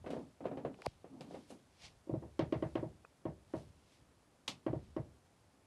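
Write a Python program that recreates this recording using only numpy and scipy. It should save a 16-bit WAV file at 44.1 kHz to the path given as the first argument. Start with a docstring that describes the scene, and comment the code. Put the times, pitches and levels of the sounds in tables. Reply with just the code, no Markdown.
"""Footsteps up carpeted stairs and across a bedroom

Wooden treads knock hollowly at a distance and groan under load. In the small carpeted bedroom each
heel sends a thud through the joist floor, which booms back a moment later; the timbers rumble.
Cloth brushes, a few small knocks sound right at the microphone, something snaps and a door handle
ticks, over the murmur of still air."""
import sys
import numpy as np
from scipy import signal
from scipy.fft import rfft, irfft, next_fast_len
from scipy.io import wavfile
from scipy.ndimage import uniform_filter1d

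SR = 44100
rng = np.random.default_rng(int(sys.argv[2]) if len(sys.argv) > 2 else 0)


def materialize(psi):
    """Save the field psi as 16-bit PCM at rate SR to the path in sys.argv[1].

    A 1-D psi becomes a single channel; in a 2-D psi each row is a channel.
    """
    bounded = np.clip(np.atleast_2d(psi).T, -1, 1)
    quanta = np.round(bounded * 32767).astype(np.int16)
    wavfile.write(sys.argv[1], SR, quanta)


N = 249601
TIME_S = np.arange(N) / SR
RING_S = TIME_S[:next_fast_len(SR // 2)]   # time axis of one blow


def from_db(db):
    """Decibels to gain."""
    return np.exp(np.asarray(db) * (np.log(10) / 20))


def rms_one(x):
    """Scale to unit rms."""
    return x / np.sqrt(np.mean(x ** 2) + 1e-20)


def at_hz(points, hz):
    """Read a table on a log-frequency axis."""
    freq_hz, value = np.transpose(points)
    return np.interp(np.log(np.maximum(hz, 1)), np.log(freq_hz), value)


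def add(out, start_s, sound):
    """Mix a sound in at start_s."""
    i = max(round(start_s * SR), 0)
    out[i:i + len(sound)] += sound[:N - i]


def low_pass(x, hz):
    """Second-order treble cut: the softer the contact, the lower the corner."""
    return signal.sosfilt(signal.butter(2, min(hz, .45 * SR), fs=SR, output="sos"), x)


def high_pass(x, hz):
    """Second-order bass cut."""
    return signal.sosfilt(signal.butter(2, hz, "high", fs=SR, output="sos"), x)


def noise(spectrum, size):
    """Steady noise of a given spectral shape, rms 1."""
    padded = next_fast_len(size, True)
    hz = np.fft.rfftfreq(padded, 1 / SR)
    phases = np.exp(2j * np.pi * rng.random(len(hz)))
    return rms_one(irfft(phases * from_db(at_hz(spectrum, hz)), padded)[:size])


def swell(peak_s, rise_s, fall_s):
    """Stroke envelope: exponential rise and fall, given as time constants."""
    exponent = np.minimum((TIME_S - peak_s) / rise_s, (peak_s - TIME_S) / fall_s)
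    return np.exp(np.maximum(exponent, -40))


def wave(pitch_hz, level_db, arrival_s, swell_s):
    """Heavily damped bending wave: arrives, peaks swell_s later, fades."""
    age_s = np.maximum(RING_S[RING_S < arrival_s + 10 * swell_s] - arrival_s, 0)
    envelope = (age_s / swell_s * np.exp(1 - age_s / swell_s)) ** 2
    packet = from_db(level_db) * envelope * np.sin(2 * np.pi * pitch_hz * age_s)
    return np.pad(packet, (0, len(RING_S) - len(age_s)))


def struck(waves, detune, vary_db):
    """Each blow lands on another spot, so every wave varies in pitch and strength."""
    scatter = rng.standard_normal((len(waves), 2))
    return sum(wave(pitch_hz * (1 + detune * a), level_db + vary_db * b, arrival_s, swell_s)
               for (pitch_hz, level_db, arrival_s, swell_s), (a, b) in zip(waves, scatter))


# Room decay: band_hz, t60_s
ROOM_DECAY = [(60, 0.68), (150, 0.42), (350, 0.29), (700, 0.2), (1500, 0.18), (4000, 0.15), (12000, 0.15)]

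def room_tails(spectrum, build_s, count):
    """Dense reflections, one row per blow: they build up, then each band dies at its own rate."""
    size = len(RING_S)
    spectra = rfft([noise(spectrum, size) for _ in range(count)])
    hz = np.fft.rfftfreq(size, 1 / SR)
    bands_hz, t60s_s = np.transpose(ROOM_DECAY)
    tails = np.zeros((count, size))
    for t60_s, share in zip(t60s_s, np.eye(len(t60s_s))):
        band = irfft(spectra * at_hz(np.c_[bands_hz, share], hz), size)
        tails += band * from_db(-60 * RING_S / t60_s)
    return tails * (1 - np.exp(-RING_S / build_s))


# Air and hiss: freq_hz, density_db
AIR_SPECTRUM = [(25, -15), (45, -20), (65, -11.5), (90, -3), (130, -5.5), (190, -4.5), (260, -2.5),
                (400, -7), (620, -8), (1000, -12), (1600, -16.5), (4000, -27), (8000, -26), (12000, -30)]

def still_air(level_db):
    """Even murmur of the house's air, plus microphone hiss."""
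    return from_db(level_db) * noise(AIR_SPECTRUM, N)


# Soft low thumps and the fading rumble of a footstep: start_s, level_db
LOW_THUMPS = [(0, -56), (.91, -64), (1.83, -61.5), (3.65, -59), (4.0, -65), (4.8, -53.5), (5.08, -68)]
# Timber rumble: freq_hz, density_db
RUMBLE_SPECTRUM = [(20, -16), (45, -4.5), (70, 2.5), (110, -0.5), (150, -5), (250, -18.5), (600, -61)]

def timbers(rest_db, step_gain_db, load_gain_db, attack_s, t60_s):
    """Every footfall, soft thump and loaded tread stirs a low rumble in the house."""
    pushes = [(start_s, level_db + boom_db + step_gain_db)
              for start_s, level_db, _, boom_db, _ in FOOTFALLS]
    power = from_db(rest_db) ** 2 + (from_db(load_gain_db) * tread_load()) ** 2
    for start_s, level_db in pushes + LOW_THUMPS:
        age_s = np.maximum(TIME_S - start_s, 0)
        attack = 1 - np.exp(-age_s / attack_s)
        power += (attack * from_db(level_db - 60 * age_s / t60_s)) ** 2
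    return np.sqrt(power) * noise(RUMBLE_SPECTRUM, N)


# Weight on a tread: start_s, length_s, level_db
TREAD_LOADS = [(0.059, .15, -49.5), (0.397, .3, -52), (1.087, .29, -54), (1.486, 0.046, -55)]

def tread_load(attack_s=0.046, release_db_per_s=209):
    """Envelope of weight on the stairs: comes on, stays, is lifted."""
    load = np.zeros(N)
    for start_s, length_s, level_db in TREAD_LOADS:
        attack = np.clip((TIME_S - start_s) / attack_s, 0, 1)
        lifted_s = np.maximum(TIME_S - start_s - length_s, 0)
        load += attack * from_db(level_db - release_db_per_s * lifted_s)
    return load


# Tread knocks: start_s, level_db, contact_cutoff_hz, room_db
TREAD_KNOCKS = [(0.041, -52.5, 1270, 11.5), (0.061, -40.5, 1980, 8.5), (0.103, -38.5, 4000, 4),
                (0.132, -36, 1280, 4.5), (.165, -36.5, 1230, 2.5), (0.405, -43.5, 1410, 3.5),
                (.440, -52, 1230, 16.5), (.454, -30, 1600, 1), (.513, -38, 1260, 4.5),
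                (.571, -35.5, 1770, 1), (.648, -27.5, 1350, -0.5), (.787, -50.5, 1200, 5),
                (1.042, -46.5, 1630, 2), (1.207, -46, 5000, 6), (1.308, -45.5, 1220, 3),
                (1.343, -43, 1910, 5.5), (1.502, -52.5, 2920, 11)]
# Tread bending waves: pitch_hz, level_db, arrival_s, swell_s
TREAD_BENDING = [(490, 1, .0005, .0022), (700, -6, .001, .0028), (490, -11, .008, .008),
                 (290, -19, 0, .009), (950, -14, 0, .0012), (155, -20, 0, .008)]
# Tread groan: freq_hz, density_db
GROAN_SPECTRUM = [(47, -36), (80, -11), (194, -3), (269, 5.5), (382, -14.5), (463, -14.5), (513, -17),
                  (581, -12.5), (1200, -27.5), (1560, -49), (2640, -120)]
# Stairwell reflections: freq_hz, density_db
STAIRWELL_SPECTRUM = [(30, -33), (70, -49), (140, -0.5), (220, -6.5), (320, 1.5), (500, -0.5), (750, -2.5),
                      (1100, -12), (1600, -15.5), (3000, -14), (6000, -19.5), (12000, -13.5)]

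def stairs(tail_db):
    """Treads knock in the stairwell and groan while they carry weight."""
    out = tread_load() * noise(GROAN_SPECTRUM, N)
    tails = room_tails(STAIRWELL_SPECTRUM, build_s=0.0012, count=len(TREAD_KNOCKS))
    for (start_s, level_db, cutoff_hz, room_db), tail in zip(TREAD_KNOCKS, tails):
        knock = struck(TREAD_BENDING, detune=0.045, vary_db=1.6)
        room = from_db(tail_db + room_db) * tail
        add(out, start_s, from_db(level_db) * low_pass(knock + room, cutoff_hz))
    return out


# Strokes of cloth and socks: peak_s, rise_s, fall_s, brush_db, rustle_db
CLOTH_STROKES = [(.13, 0.035, 0.063, -69, -77), (.852, .035, 0.04, -65, -90), (1.34, 0.066, 0.11, -70, -79),
                 (1.508, 0.013, 0.025, -70.5, -66), (1.854, 0.029, 0.02, -52.5, -76),
                 (2.7, 0.34, 0.19, -81, -82.5), (3.58, 0.044, 0.053, -70.5, -74.5),
                 (3.94, 0.067, 0.039, -73.5, -83), (4.85, 0.13, 0.1, -81, -105)]
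# Soft brush: freq_hz, density_db
BRUSH_SPECTRUM = [(240, -56), (400, -13), (604, -2.5), (1000, -7.5), (1400, -14.5), (2200, -4.5),
                  (3300, -3.5), (5040, -5), (5810, -9), (10700, -25.5), (12000, -40), (15600, -63)]
# Crisp rustle: freq_hz, density_db
RUSTLE_SPECTRUM = [(1000, -17), (3000, -13), (6000, -0.5), (10000, -0.5), (12000, -7.5)]

def cloth(grain_db, brush_rest_db, rustle_rest_db):
    """Cloth, never quite still, brushes and rustles; fibres catch and let go, making the hiss grainy."""
    flutter = rms_one(uniform_filter1d(rng.standard_normal(N), size=90))
    grain = rms_one(from_db(grain_db * flutter))
    brush, rustle = from_db(brush_rest_db), from_db(rustle_rest_db)
    for peak_s, rise_s, fall_s, brush_db, rustle_db in CLOTH_STROKES:
        speed = swell(peak_s, rise_s, fall_s)
        brush = brush + from_db(brush_db) * speed
        rustle = rustle + from_db(rustle_db) * speed
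    return grain * (brush * noise(BRUSH_SPECTRUM, N) + rustle * noise(RUSTLE_SPECTRUM, N))


# Knocks at the microphone: start_s, level_db, low_edge_hz, contact_cutoff_hz
CASING_KNOCKS = [(0.742, -52.5, 1300, 4000), (0.8193, -44, 950, 11400), (0.8624, -31, 45, 12000)]
# Casing rings: pitch_hz, level_db, arrival_s, swell_s
CASING_RINGS = [(8360, -3.5, .0003, 0.000061), (4020, -4, 0, 0.00038), (2280, -5, 0.0018, .0005),
                (1220, -3, 0.000098, 0.00091), (600, 5, .004, 0.001), (264, -10.5, .003, 0.0033),
                (111, -8, 0.013, 0.0037)]
# Rub into the hardest knock: freq_hz, density_db
RUB_SPECTRUM = [(300, -22), (650, -5), (850, 12), (1100, -8.5), (1600, -21), (5000, -29), (12000, -42)]

def close_knocks(rub_db):
    """A rub and taps on a casing, too near to carry any room; the lighter the touch, the less bass."""
    out = from_db(rub_db) * swell(peak_s=0.861, rise_s=0.006, fall_s=0.002) * noise(RUB_SPECTRUM, N)
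    for start_s, level_db, low_edge_hz, cutoff_hz in CASING_KNOCKS:
        ring = high_pass(struck(CASING_RINGS, detune=0.09, vary_db=3.04), low_edge_hz)
        add(out, start_s, from_db(level_db) * low_pass(ring, cutoff_hz))
    return out


# Snaps in the room: start_s, level_db, room_db, ping_db
SHARP_SNAPS = [(1.209, -47.5, -21, -29), (4.4785, -31.5, -8, -21), (4.4807, -32.5, -11.5, 8),
               (4.967, -58, -16, -20)]
# Snap and its reflections: freq_hz, density_db
SNAP_SPECTRUM = [(60, -18), (140, 1), (270, -1), (420, -10.5), (650, -3.5), (1050, -3), (1550, -13.5),
                 (2300, -3.5), (3300, -2), (4500, -2.5), (6000, -7.5), (8500, -15.5), (12000, -23.5)]

def snaps(crack_s, ping_hz):
    """A brief bright crack with a short ping, then the room."""
    out = np.zeros(N)
    tails = room_tails(SNAP_SPECTRUM, build_s=0.0012, count=len(SHARP_SNAPS))
    for (start_s, level_db, room_db, ping_db), tail in zip(SHARP_SNAPS, tails):
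        crack = noise(SNAP_SPECTRUM, len(RING_S)) * np.exp(-RING_S / crack_s)
        ping = wave(ping_hz, ping_db, arrival_s=0, swell_s=0.00036)
        add(out, start_s, from_db(level_db) * (crack + ping + from_db(room_db) * tail))
    return out


# Bedroom footfalls: start_s, level_db, contact_cutoff_hz, boom_db, room_db
FOOTFALLS = [(2.0709, -46.5, 675, 1, 3), (2.094, -31, 745, 7, 0), (2.1378, -30, 752, 5.5, 0),
             (2.222, -50.5, 1020, 10, 16), (2.3924, -23.5, 4300, 2, 1), (2.5241, -25.5, 2900, 1, 1.5),
             (2.624, -28, 2010, 1.5, 1.5), (2.754, -26.5, 2520, -3.5, 2), (2.8273, -32.5, 880, 0.5, 3),
             (3.2532, -30.5, 1340, 1.5, 2.5), (3.5366, -31.5, 1390, 0.5, 4), (4.664, -27, 1830, 1.5, 1.5),
             (4.7306, -29.5, 1010, 4.5, -0.5), (4.9645, -29.5, 1380, 2, 1.5)]
# Heel crack: freq_hz, density_db
HEEL_SPECTRUM = [(80, -44), (500, 2), (1200, -1), (2300, 1.5), (3100, 2), (6000, -4.5), (12000, -7.5)]
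# Floor waves passing the microphone: pitch_hz, level_db, arrival_s, swell_s
FLOOR_THUD = [(189, -21, 0, 0.00081), (326, 1, 0, .003), (585, -4, .0033, .0027), (488, -24, .009, 0.0079),
              (621, -13, .013, 0.0063), (833, -9, 0, 0.00078), (1082, -28.5, 0.0011, 0.0053),
              (3050, -14.5, 0.0017, .0009), (3210, -30.5, .0042, .0037)]
# Slow joist waves returning from the walls: pitch_hz, level_db, arrival_s, swell_s
JOIST_BOOM = [(73.4, -30, .001, 0.067), (112, -21, 0.013, 0.013), (164.6, -19, 0.0074, 0.015),
              (143, -9, 0.0323, 0.0084)]
# Bedroom standing waves: pitch_hz, level_db, t60_s
BEDROOM_MODES = [(73.8, -36.5, 0.58), (140, -25, 0.52), (205.8, -28, 0.47), (276, -37, 0.14),
                 (325.2, -11, 0.19), (365, -33, 0.48), (387, -39.5, 0.67), (474, -31, 0.33),
                 (497, -21.5, 0.16), (525, -41, 0.13), (591, -27.5, 0.35), (629, -18, 0.16),
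                 (686, -22.5, 0.17), (934, -23.5, 0.16), (1070, -23.5, 0.1), (1917, -26, 0.078),
                 (2790, -25.5, 0.083), (3300, -46, 0.28), (3560, -42, 0.12)]
# Bedroom reflections: freq_hz, density_db
BEDROOM_SPECTRUM = [(25, -32), (50, -9), (100, 0), (210, -3.5), (320, 0), (450, -1.5), (620, 1),
                    (800, -3.5), (1100, -9.5), (1500, -14), (2000, -11.5), (2500, -17), (3100, -19),
                    (4500, -20), (12000, -40)]

def footsteps(shared_tail_db, spot_tail_db, crack_db, crack_s, mode_build_s):
    """Heel on carpet: a faint crack, the floor's thud, the joists' boom and the room's answer."""
    out = np.zeros(N)
    modes = sum(from_db(level_db - 60 * RING_S / t60_s) * np.sin(2 * np.pi * pitch_hz * RING_S)
                for pitch_hz, level_db, t60_s in BEDROOM_MODES)
    modes *= 1 - np.exp(-RING_S / mode_build_s)
    # Some echoes stay the same, others change with the spot.
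    shared_tail, *spot_tails = room_tails(BEDROOM_SPECTRUM, build_s=0.008, count=len(FOOTFALLS) + 1)
    for (start_s, level_db, cutoff_hz, boom_db, room_db), spot_tail in zip(FOOTFALLS, spot_tails):
        crack = from_db(crack_db) * noise(HEEL_SPECTRUM, len(RING_S)) * np.exp(-RING_S / crack_s)
        thud = struck(FLOOR_THUD, detune=0.008, vary_db=0.8)
        boom = from_db(boom_db) * struck(JOIST_BOOM, detune=0.023, vary_db=0.7)
        room = modes + from_db(shared_tail_db) * shared_tail + from_db(spot_tail_db) * spot_tail
        step = crack + thud + boom + from_db(room_db) * room
        add(out, start_s, from_db(level_db) * low_pass(step, cutoff_hz))
    return out


# Handle rings: pitch_hz, level_db, arrival_s, swell_s
HANDLE_RINGS = [(2520, -61, 0, 0.0036), (1270, -44.5, 0.0024, 0.00075), (500, -52, 0, 0.0016)]

def door_handle(start_s):
    """One light metal tick with a thin ring."""
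    out = np.zeros(N)
    add(out, start_s, sum(wave(*ring) for ring in HANDLE_RINGS))
    return out


def scene():
    """All sources at one microphone."""
    mix = stairs(tail_db=-6.5)
    mix += footsteps(shared_tail_db=-19.5, spot_tail_db=-13.5,
                     crack_db=-14, crack_s=0.0031, mode_build_s=0.0032)
    mix += snaps(crack_s=0.0011, ping_hz=3300)
    mix += close_knocks(rub_db=-38)
    mix += door_handle(start_s=3.047)
    mix += cloth(grain_db=1.5, brush_rest_db=-83.5, rustle_rest_db=-85.5)
    mix += timbers(rest_db=-76, step_gain_db=-40, load_gain_db=-22, attack_s=0.005, t60_s=0.77)
    mix += still_air(level_db=-70.5)
    return mix[None]


def record(dry):
    """The microphone thins the deep bass; the top is cut at 12 kHz."""
    top_cut = signal.ellip(10, 0.2, 70, 12000, fs=SR, output="sos")
    return signal.sosfilt(top_cut, high_pass(dry, hz=35))


dry = scene()
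out = record(dry)
materialize(out)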